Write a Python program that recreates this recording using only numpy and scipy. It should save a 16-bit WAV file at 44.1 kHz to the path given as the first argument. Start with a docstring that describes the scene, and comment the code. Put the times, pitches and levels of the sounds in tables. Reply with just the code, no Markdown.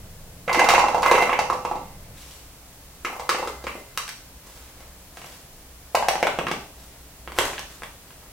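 """Over a faint hum, hiss and rumble, peeled garlic cloves tumble into the plastic bowl of a hand chopper.
Fingers brush the plastic, and a few more cloves drop in. The lid clicks as it is picked up, knocks onto
the rim, settles and snaps shut. Each hit makes the plastic give a short hollow knock, a crack and a
brief ring, which echo in a small, hard kitchen."""
import sys
import numpy as np
from scipy import signal
from scipy.fft import rfft, irfft
from scipy.io import wavfile
from scipy.ndimage import uniform_filter1d

SR = 44100
rng = np.random.default_rng(int(sys.argv[2]) if len(sys.argv) > 2 else 0)


def materialize(psi):
    """Save the field psi as 16-bit PCM at rate SR to the path in sys.argv[1].

    A 1-D psi becomes a single channel; in a 2-D psi each row is a channel.
    """
    bounded = np.clip(np.atleast_2d(psi).T, -1, 1)
    quanta = np.round(bounded * 32767).astype(np.int16)
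    wavfile.write(sys.argv[1], SR, quanta)


N = 366912
TIME = np.arange(N) / SR
HIT_TIME = TIME[:SR // 3]

# Levels in the tables are relative: the functions turn them up or down.
# The tone of the steady hiss. Each row: frequency in Hz, level in dB.
HISS_TONE = [(12, -32), (20, -4.5), (70, -0.5), (93, -16), (142, -6), (172, -21), (285, -9.5), (337, -15),
             (718, -14.5), (1370, -20), (2600, -22.5), (3630, -24), (8410, -24.5), (16000, -25.5)]
# The tone of the low rumble. Each row: frequency in Hz, level in dB.
RUMBLE_TONE = [(12, -32.5), (20, 9), (38, -6.5), (100, -1), (161, -5), (189, -1.5), (226, -14), (404, -23),
               (441, -15), (700, -18.5), (910, -58), (1540, -120)]
# Cloves landing in the bowl. Each row: start in seconds, knock level in dB, knock pitch in Hz,
# clack level in dB, tick level in dB.
CLOVE_HITS = [(0.478, -14.5, 570, -27, -46), (0.494, -17, 1110, -24, -41), (0.514, -15.5, 1000, -48, -51),
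              (0.529, -27, 790, -34, -27), (0.546, -13, 820, -20, -30.5), (0.562, -15, 796, -38, -39),
              (0.593, -10, 1000, -15, -25), (0.616, -7, 820, -39, -37), (0.642, -6.5, 826, -26, -30.5),
              (0.688, -6, 790, -14, -19.5), (0.704, -7, 1170, -21, -24), (0.737, -4.5, 830, -25, -28.5),
              (0.748, -19, 824, -16, -31), (0.78, -3, 900, -23, -32), (0.792, -10.5, 970, -22, -29.5),
              (0.84, -6.5, 870, -34, -42), (0.884, -9.5, 796, -30, -35.5), (0.946, -6, 820, -33, -37),
              (0.959, -16, 770, -48, -49), (0.981, -15, 780, -48, -42), (1.022, -20, 900, -38, -33),
              (1.03, -9.5, 1010, -21, -31.5), (1.061, -6.5, 1060, -20, -32),
              (1.113, -3.5, 990, -16.5, -24.5), (1.115, -7, 510, -40, -38), (1.151, -13.5, 515, -18, -36),
              (1.18, -6.5, 1000, -28, -33), (1.223, -8.5, 750, -20.5, -32), (1.294, -10.5, 1110, -24, -41),
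              (1.329, -11.5, 823, -19.5, -39), (1.39, -7.5, 810, -22.5, -29.5),
              (1.5, -9.5, 1084, -34, -37.5), (1.529, -17.5, 805, -36.5, -38.5),
              (1.65, -12.5, 950, -34, -39.5), (1.713, -11, 816, -41, -48), (1.755, -22, 830, -44, -48),
              (3.048, -17.5, 1280, -24, -34), (3.196, -20, 880, -38, -39), (3.292, -8.5, 1250, -19.5, -22),
              (3.346, -19.5, 820, -28, -45), (3.394, -20, 520, -43, -46), (3.428, -18, 880, -39, -43),
              (3.474, -20.5, 1250, -38, -35), (3.64, -24, 517, -43, -43), (3.668, -23, 1170, -26, -40.5),
              (3.752, -35.5, 600, -45, -55)]
# The notes the open bowl and its blades ring at. Each row: pitch in Hz, level in dB,
# seconds to fade by 60 dB.
BOWL_NOTES = [(503, -4, .33), (590, -12, .2), (788, -10, .25), (839, -9, .28), (943, -7, .35),
              (1013, -9, .25), (1089, -4, .28), (1158, -8, .25), (1310, -7, .33), (1427, -11, .28),
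              (2030, -3, .15), (2135, 2, .17), (2330, -3, .17), (2610, -8, .45), (2713, -5, .5),
              (2931, -7, .35), (3920, 7, .04), (4570, 1, .07), (4830, -5, .12), (5530, -4, .1),
              (5900, -1, .12), (6250, 3, .06), (6740, 0, .12), (7150, -5, .1), (9400, -5, .07)]
# Garlic rolling after each drop. Each row: start in seconds, rolling time in seconds,
# then knock, clack and tick levels in dB.
CLOVE_TUMBLES = [(.48, 0.2, -15.5, -17, -37.5), (1.04, 0.18, -19, -19, -31),
                 (3.06, 0.11, -27.5, -39, -37.5), (3.32, 0.12, -32, -36, -37),
                 (3.679, 0.037, -41.5, -41, -36.5)]
# Fingers and lid sliding over plastic. Each row: start in seconds, seconds until it starts to fade,
# rub level in dB, hiss level in dB.
SLIDES = [(2.131, .2, -65, -44.5), (4.436, 0.21, -53, -48), (4.756, 0.043, -46, -57),
          (5.12, 0.23, -53, -47.5), (6.744, 0.09, -61, -50), (7.338, 0.12, -29.5, -32.5),
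          (7.67, .08, -56, -46), (8.166, 0.1, -54, -68)]
# The gripped lid being picked up and latched. Each row reads as in CLOVE_HITS.
LID_CLICKS = [(3.975, -19, 1210, -20, -21), (4.079, -35, 930, -31.5, -34), (4.091, -39, 940, -28.5, -29),
              (7.276, -25, 1160, -33.5, -52), (7.32, -29, 1130, -35, -42), (7.387, -8, 1030, -13, -16.5),
              (7.533, -28, 851, -29, -44), (7.58, -33, 920, -24, -44), (7.593, -26.5, 900, -37, -30.5),
              (7.821, -27.5, 1310, -42, -54), (7.834, -28, 1130, -29.5, -38.5),
              (8.106, -41, 1140, -44, -64)]
# The notes the lid rings at. Each row reads as in BOWL_NOTES.
LID_NOTES = [(621, -6, .12), (694, -2, .24), (781, -1, .2), (880, -2, .2), (1024, -3, .18), (1595, 2, .2),
             (1810, 3, .17), (2035, 0, .22), (2659, 0, .25), (2890, 1, .22), (2935, 1, .22), (3890, 2, .07),
             (4511, -3, .1), (6260, -2, .08)]
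# The lid bumping as it is moved, then hitting the rim. Each row reads as in CLOVE_HITS.
LID_HITS = [(4.805, -37, 634, -51, -53), (5.171, -30.5, 665, -38, -47), (5.216, -46, 670, -39, -51),
            (5.243, -34, 680, -40, -52), (5.947, -4, 687, -30, -42), (5.951, -7, 940, -18, -25),
            (6.025, -9.5, 840, -29, -51), (6.085, -4.5, 760, -17, -23), (6.155, -12, 750, -28, -41),
            (6.228, -4.5, 657, -15.5, -32.5), (6.269, -11.5, 730, -15.5, -35),
            (6.388, -8, 700, -21.5, -38.5), (6.468, -23, 700, -20.5, -44), (6.484, -35, 895, -29, -40),
            (6.514, -13, 770, -22, -33.5)]
# First echoes off the worktop and wall. Each row: delay in seconds, left strength, right strength.
FIRST_ECHOES = [(.0042, -.05, 0.25), (.0063, 0.21, 0.43), (.0135, .15, .22)]
# The tone of the kitchen's echo. Each row: frequency in Hz, level in dB.
ECHO_TONE = [(100, 3.5), (250, -7.5), (450, 4), (700, -2), (1100, 1), (1600, -2.5), (3000, -1),
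             (6000, -3.5), (10000, -1), (16000, 1)]
# How long the echo lasts. Each row: frequency in Hz, seconds to fade by 60 dB.
ECHO_FADE = [(150, 0.47), (500, 0.42), (1200, 0.36), (3000, 0.4), (7000, 0.5), (15000, 0.18)]
# How wide the room sounds. Each row: frequency in Hz, level in dB of what differs between
# left and right against what they share.
ROOM_WIDTH = [(40, -30), (130, -19), (430, -18), (600, -8), (1100, -8), (2200, -1.5), (5000, 1.5),
              (15000, 2)]

HISS_DB, RUMBLE_DB, HUM_DB, HUM_HZ = -45.5, -43.5, -52.5, 61.2
BOWL_FILLS_S = (1.0, 3.7)  # over this time the growing heap of garlic muffles the bowl
LID_SETTLES_S = (6.03, 6.39)  # over this time the rim muffles the lid
KNOCK_FADE_DB_PER_S, SHARP_FADE_DB_PER_S, SETTLE_S = 74, 90, .6  # sharp sounds die before dull ones
SLIDE_RISE_S, SLIDE_FADE_S = 0.041, 0.068
# Over SHIFT_S the rumble drops and the bowl's sound moves from slightly right to the centre.
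SHIFT_S, RUMBLE_DROP_DB, BOWL_LEFT_DB = (2.12, 2.24), 10, -2.5


def gain(db):
    """Turn decibels into a number to multiply by."""
    return 10 ** (np.asarray(db) / 20)


def value_at(points, hz):
    """Read between rows of frequency and value, giving each octave equal room."""
    row_hz, value = np.transpose(points)
    return np.interp(np.log(np.maximum(hz, 1)), np.log(row_hz), value)


def ramp(s, start_s, end_s):
    """Rise evenly from 0 to 1 between two times."""
    return np.clip((s - start_s) / max(end_s - start_s, 1e-3), 0, 1)


def level(x, db):
    """Set a sound's average (rms) level."""
    return x * gain(db) / np.sqrt(np.mean(x ** 2))


def burst(x, db):
    """Give a short sound as much energy as 10 ms of steady sound at this level."""
    return x * gain(db) / np.sqrt(np.sum(x ** 2) / (SR / 100))


def band(x, lo_hz, hi_hz, order=2):
    """Keep the sound between two frequencies; a higher order cuts more sharply."""
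    edges = [lo_hz, min(hi_hz, SR / 2 - 1000)]
    return signal.sosfilt(signal.butter(order, edges, "band", fs=SR, output="sos"), x)


def add(track, s, sound):
    """Mix a sound in, starting at s seconds."""
    start = max(int(s * SR), 0)
    part = sound[:max(N - start, 0)]
    track[start:start + len(part)] += part


def place(x, left_db):
    """Lean a sound left (or right, if negative), leaving its bass in the middle."""
    upper = band(x, 580, 20000, order=1)
    return x + upper * (gain(np.array([[1], [-1]]) * left_db / 2) - 1)


def room_noise(tone, size):
    """Stereo noise: alike on both sides in the bass, different in the treble."""
    hz = np.fft.rfftfreq(size, 1 / SR)
    shared, side = rfft(rng.standard_normal((2, size))) * gain(value_at(tone, hz))
    side = side * gain(value_at(ROOM_WIDTH, hz))
    return irfft(np.array([shared + side, shared - side]), size)


def background(shift):
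    """Steady hiss, a wavering appliance hum and a rumble that drops as shift goes from 0 to 1."""
    waver = level(band(rng.standard_normal(N), 0.62, 4.2), -1.5)
    hum = level(np.sin(2 * np.pi * HUM_HZ * TIME) * (1 + waver), HUM_DB)
    rumble = level(room_noise(RUMBLE_TONE, N), RUMBLE_DB) * gain(-RUMBLE_DROP_DB * shift)
    return level(room_noise(HISS_TONE, N), HISS_DB) + hum + rumble


def knock(hz, cycles):
    """The plastic wall swings harder while it is pushed, then quickly stops."""
    turns = hz * HIT_TIME
    return np.sin(2 * np.pi * turns) * turns * np.exp(-np.minimum(turns / cycles, 50))


def crack(lo_hz, hi_hz, decay_s, order=2):
    """Many crowded notes of the plastic die so fast that they sound like noise."""
    t = HIT_TIME[:SR // 16]
    spectrum = rfft(rng.standard_normal(len(t)) * np.exp(-t / decay_s))
    # so many overlap that the peaks and gaps are shallow
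    spectrum = spectrum / np.sqrt(abs(spectrum) + 1e-12)
    sound = irfft(spectrum, len(t)) * np.exp(-t / (2 * decay_s))
    return np.pad(band(sound, lo_hz, hi_hz, order), (0, len(HIT_TIME) - len(t)))


def ring(notes, hit_tone):
    """The plastic rings on; each note's strength depends on the hit's tone and where it lands."""
    hz, db, fade_s = np.transpose(notes)
    spot, detune = rng.standard_normal((2, len(hz)))
    # a note is weak when struck at a spot where it barely moves
    strength = gain(db + value_at(hit_tone, hz)) * np.tanh(2 * spot)
    swing = np.sin(2 * np.pi * np.outer(hz * (1 + .003 * detune), HIT_TIME))
    fade = np.exp(-np.log(1000) * np.outer(1 / fade_s, HIT_TIME))
    return strength @ (swing * fade)


def hits(table, notes, muffle_s, *, knock_db, free_cycles, muffled_cycles,
         thud_db, thud_rise_db, thud_follow, thud_lo_hz, clack_db, clack_hz, crack_s,
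         tick_db, tick_top_hz, ring_db, ring_loss_db, ring_edge_db):
    """Each hit makes a hollow knock, a thud through the worktop, a clack, a hard tick and a ring."""
    out = np.zeros(N)
    for s, body, hz, clack, tick in table:
        # plastic with weight on it rings less and passes more of the hit to the worktop
        muffled = ramp(s, *muffle_s)
        thud = thud_follow * body + thud_rise_db * muffled
        cycles = free_cycles + (muffled_cycles - free_cycles) * muffled
        sound = burst(knock(hz, cycles), body + knock_db)
        sound += burst(crack(thud_lo_hz, 790, decay_s=0.0032), thud + thud_db)
        sound += burst(crack(*clack_hz, crack_s, order=3), clack + clack_db)
        sound += burst(crack(3300, tick_top_hz, crack_s, order=1), tick + tick_db)
        hit_tone = [(1200, body + knock_db), (1900, clack), (2750, clack + ring_edge_db), (4500, tick)]
        sound += gain(ring_db - ring_loss_db * muffled) * ring(notes, hit_tone)
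        add(out, s, sound)
    return out


def cloves_landing():
    """Cloves strike the bowl, which rings less as it fills."""
    return hits(CLOVE_HITS, BOWL_NOTES, BOWL_FILLS_S,
                knock_db=-10, free_cycles=0.79, muffled_cycles=0.94,
                thud_db=-28.5, thud_rise_db=1.5, thud_follow=0.29, thud_lo_hz=239,
                clack_db=-3, clack_hz=(1400, 2730), crack_s=0.012, tick_db=-2, tick_top_hz=5970,
                ring_db=-9, ring_loss_db=7, ring_edge_db=-2)


def cloves_rolling(bumps_per_s=60, knock_db=-10.5, clack_db=-11.5, tick_db=-14, scatter_db=3.5):
    """Cloves roll over each other in many small bumps that fade as they settle."""
    out = np.zeros(N)
    for s, rolling_s, body, clack, tick in CLOVE_TUMBLES:
        ages = np.arange(0, rolling_s + SETTLE_S, 1 / bumps_per_s)
        for age, (late, size, pitch) in zip(ages, rng.standard_normal((len(ages), 3))):
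            settling_s = max(age - rolling_s, 0)
            dull = scatter_db * size - KNOCK_FADE_DB_PER_S * settling_s
            sharp = scatter_db * size - SHARP_FADE_DB_PER_S * settling_s
            sound = burst(knock(950 * np.exp(.3 * pitch), cycles=0.82), body + dull + knock_db)
            sound += burst(crack(2030, 2080, decay_s=0.0016), clack + sharp + clack_db)
            sound += burst(crack(2500, 15500, decay_s=0.0096, order=1), tick + sharp + tick_db)
            add(out, s + age + abs(late) / bumps_per_s / 2, sound)
    return out


def fingers_sliding(rub_db=-6.5, hiss_db=-6, grain_db=5):
    """Skin slips on plastic in tiny, uneven catches that swell and fade with each slide."""
    out = np.zeros(N)
    catches = rng.standard_normal(N)
    catches *= gain(grain_db * np.repeat(rng.standard_normal(N // 128 + 1), 128)[:N])
    rub = level(band(catches, 330, 2230), rub_db)
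    hiss = level(band(catches, 1200, 7500, order=1), hiss_db)
    for s, length_s, low_db, high_db in SLIDES:
        rise = ramp(TIME, s, s + SLIDE_RISE_S)
        fade = np.exp(-np.maximum(TIME - s - length_s, 0) / SLIDE_FADE_S)
        out += rise * fade * (rub * gain(low_db) + hiss * gain(high_db))
    return out


def lid_clicking():
    """The gripped lid gives dry clicks as it is picked up and later snapped shut."""
    return hits(LID_CLICKS, LID_NOTES, LID_SETTLES_S,
                knock_db=-10, free_cycles=0.73, muffled_cycles=0.29,
                thud_db=-25, thud_rise_db=7, thud_follow=1.11, thud_lo_hz=173,
                clack_db=-8, clack_hz=(1320, 3430), crack_s=0.0027, tick_db=-6.5, tick_top_hz=7700,
                ring_db=-20, ring_loss_db=17, ring_edge_db=-7)


def lid_knocking():
    """The loose lid knocks about, ringing less and thudding more as it settles on the rim."""
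    return hits(LID_HITS, LID_NOTES, LID_SETTLES_S,
                knock_db=-11, free_cycles=1.0, muffled_cycles=0.44,
                thud_db=-40.5, thud_rise_db=14.5, thud_follow=0.24, thud_lo_hz=118,
                clack_db=-5, clack_hz=(970, 2790), crack_s=0.0052, tick_db=-0.5, tick_top_hz=6400,
                ring_db=-15.5, ring_loss_db=13, ring_edge_db=-2.5)


def kitchen(dry, echo_db=-29.5, build_s=0.0022):
    """Hard surfaces add a few quick echoes, then a wash of echo whose highest treble dies first."""
    t = TIME[:SR * 3 // 4]
    hz, frame_s, frames = signal.stft(room_noise(ECHO_TONE, len(t)), SR, nperseg=256)
    fade = np.exp(-np.log(1000) * frame_s / value_at(ECHO_FADE, hz)[:, None])
    spectrum = rfft(signal.istft(frames * fade, SR)[1][:, :len(t)])
    # the room's own notes overlap, so none stands far above its neighbours
    power = np.mean(abs(spectrum) ** 2, axis=0)
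    even_out = np.sqrt(uniform_filter1d(power, size=220) / uniform_filter1d(power, size=16))
    swell = 1 - np.exp(-(t / build_s) ** 2)
    end_fade = np.minimum(10 * (t[-1] - t), 1)
    response = irfft(spectrum * even_out, len(t)) * swell * gain(echo_db) * end_fade
    near = np.zeros_like(response)
    for delay_s, left, right in FIRST_ECHOES:
        near[:, int(delay_s * SR)] += left, right
    response += band(near, 650, 12000)  # small surfaces throw back little bass
    response[:, 0] += 1  # the direct sound
    return signal.fftconvolve(dry, response, axes=1)[:, :N]


def scene():
    """Garlic, lid and fingers sound in the kitchen, over the background."""
    shift = ramp(TIME, *SHIFT_S)
    garlic = cloves_landing() + cloves_rolling()
    lid = lid_knocking()
    clicks = lid_clicking()
    fingers = fingers_sliding()
    dry = place(garlic, left_db=BOWL_LEFT_DB * (1 - shift))
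    dry += place(lid + fingers, left_db=0.5) + clicks
    return kitchen(dry) + background(shift)


def record(dry):
    """Round off the loudest peaks and cut the treble above 16000 Hz."""
    rounded = np.tanh(0.56 * dry) / 0.64
    return signal.sosfilt(signal.ellip(10, .2, 70, 16000, fs=SR, output="sos"), rounded)


dry = scene()
out = record(dry)
materialize(out)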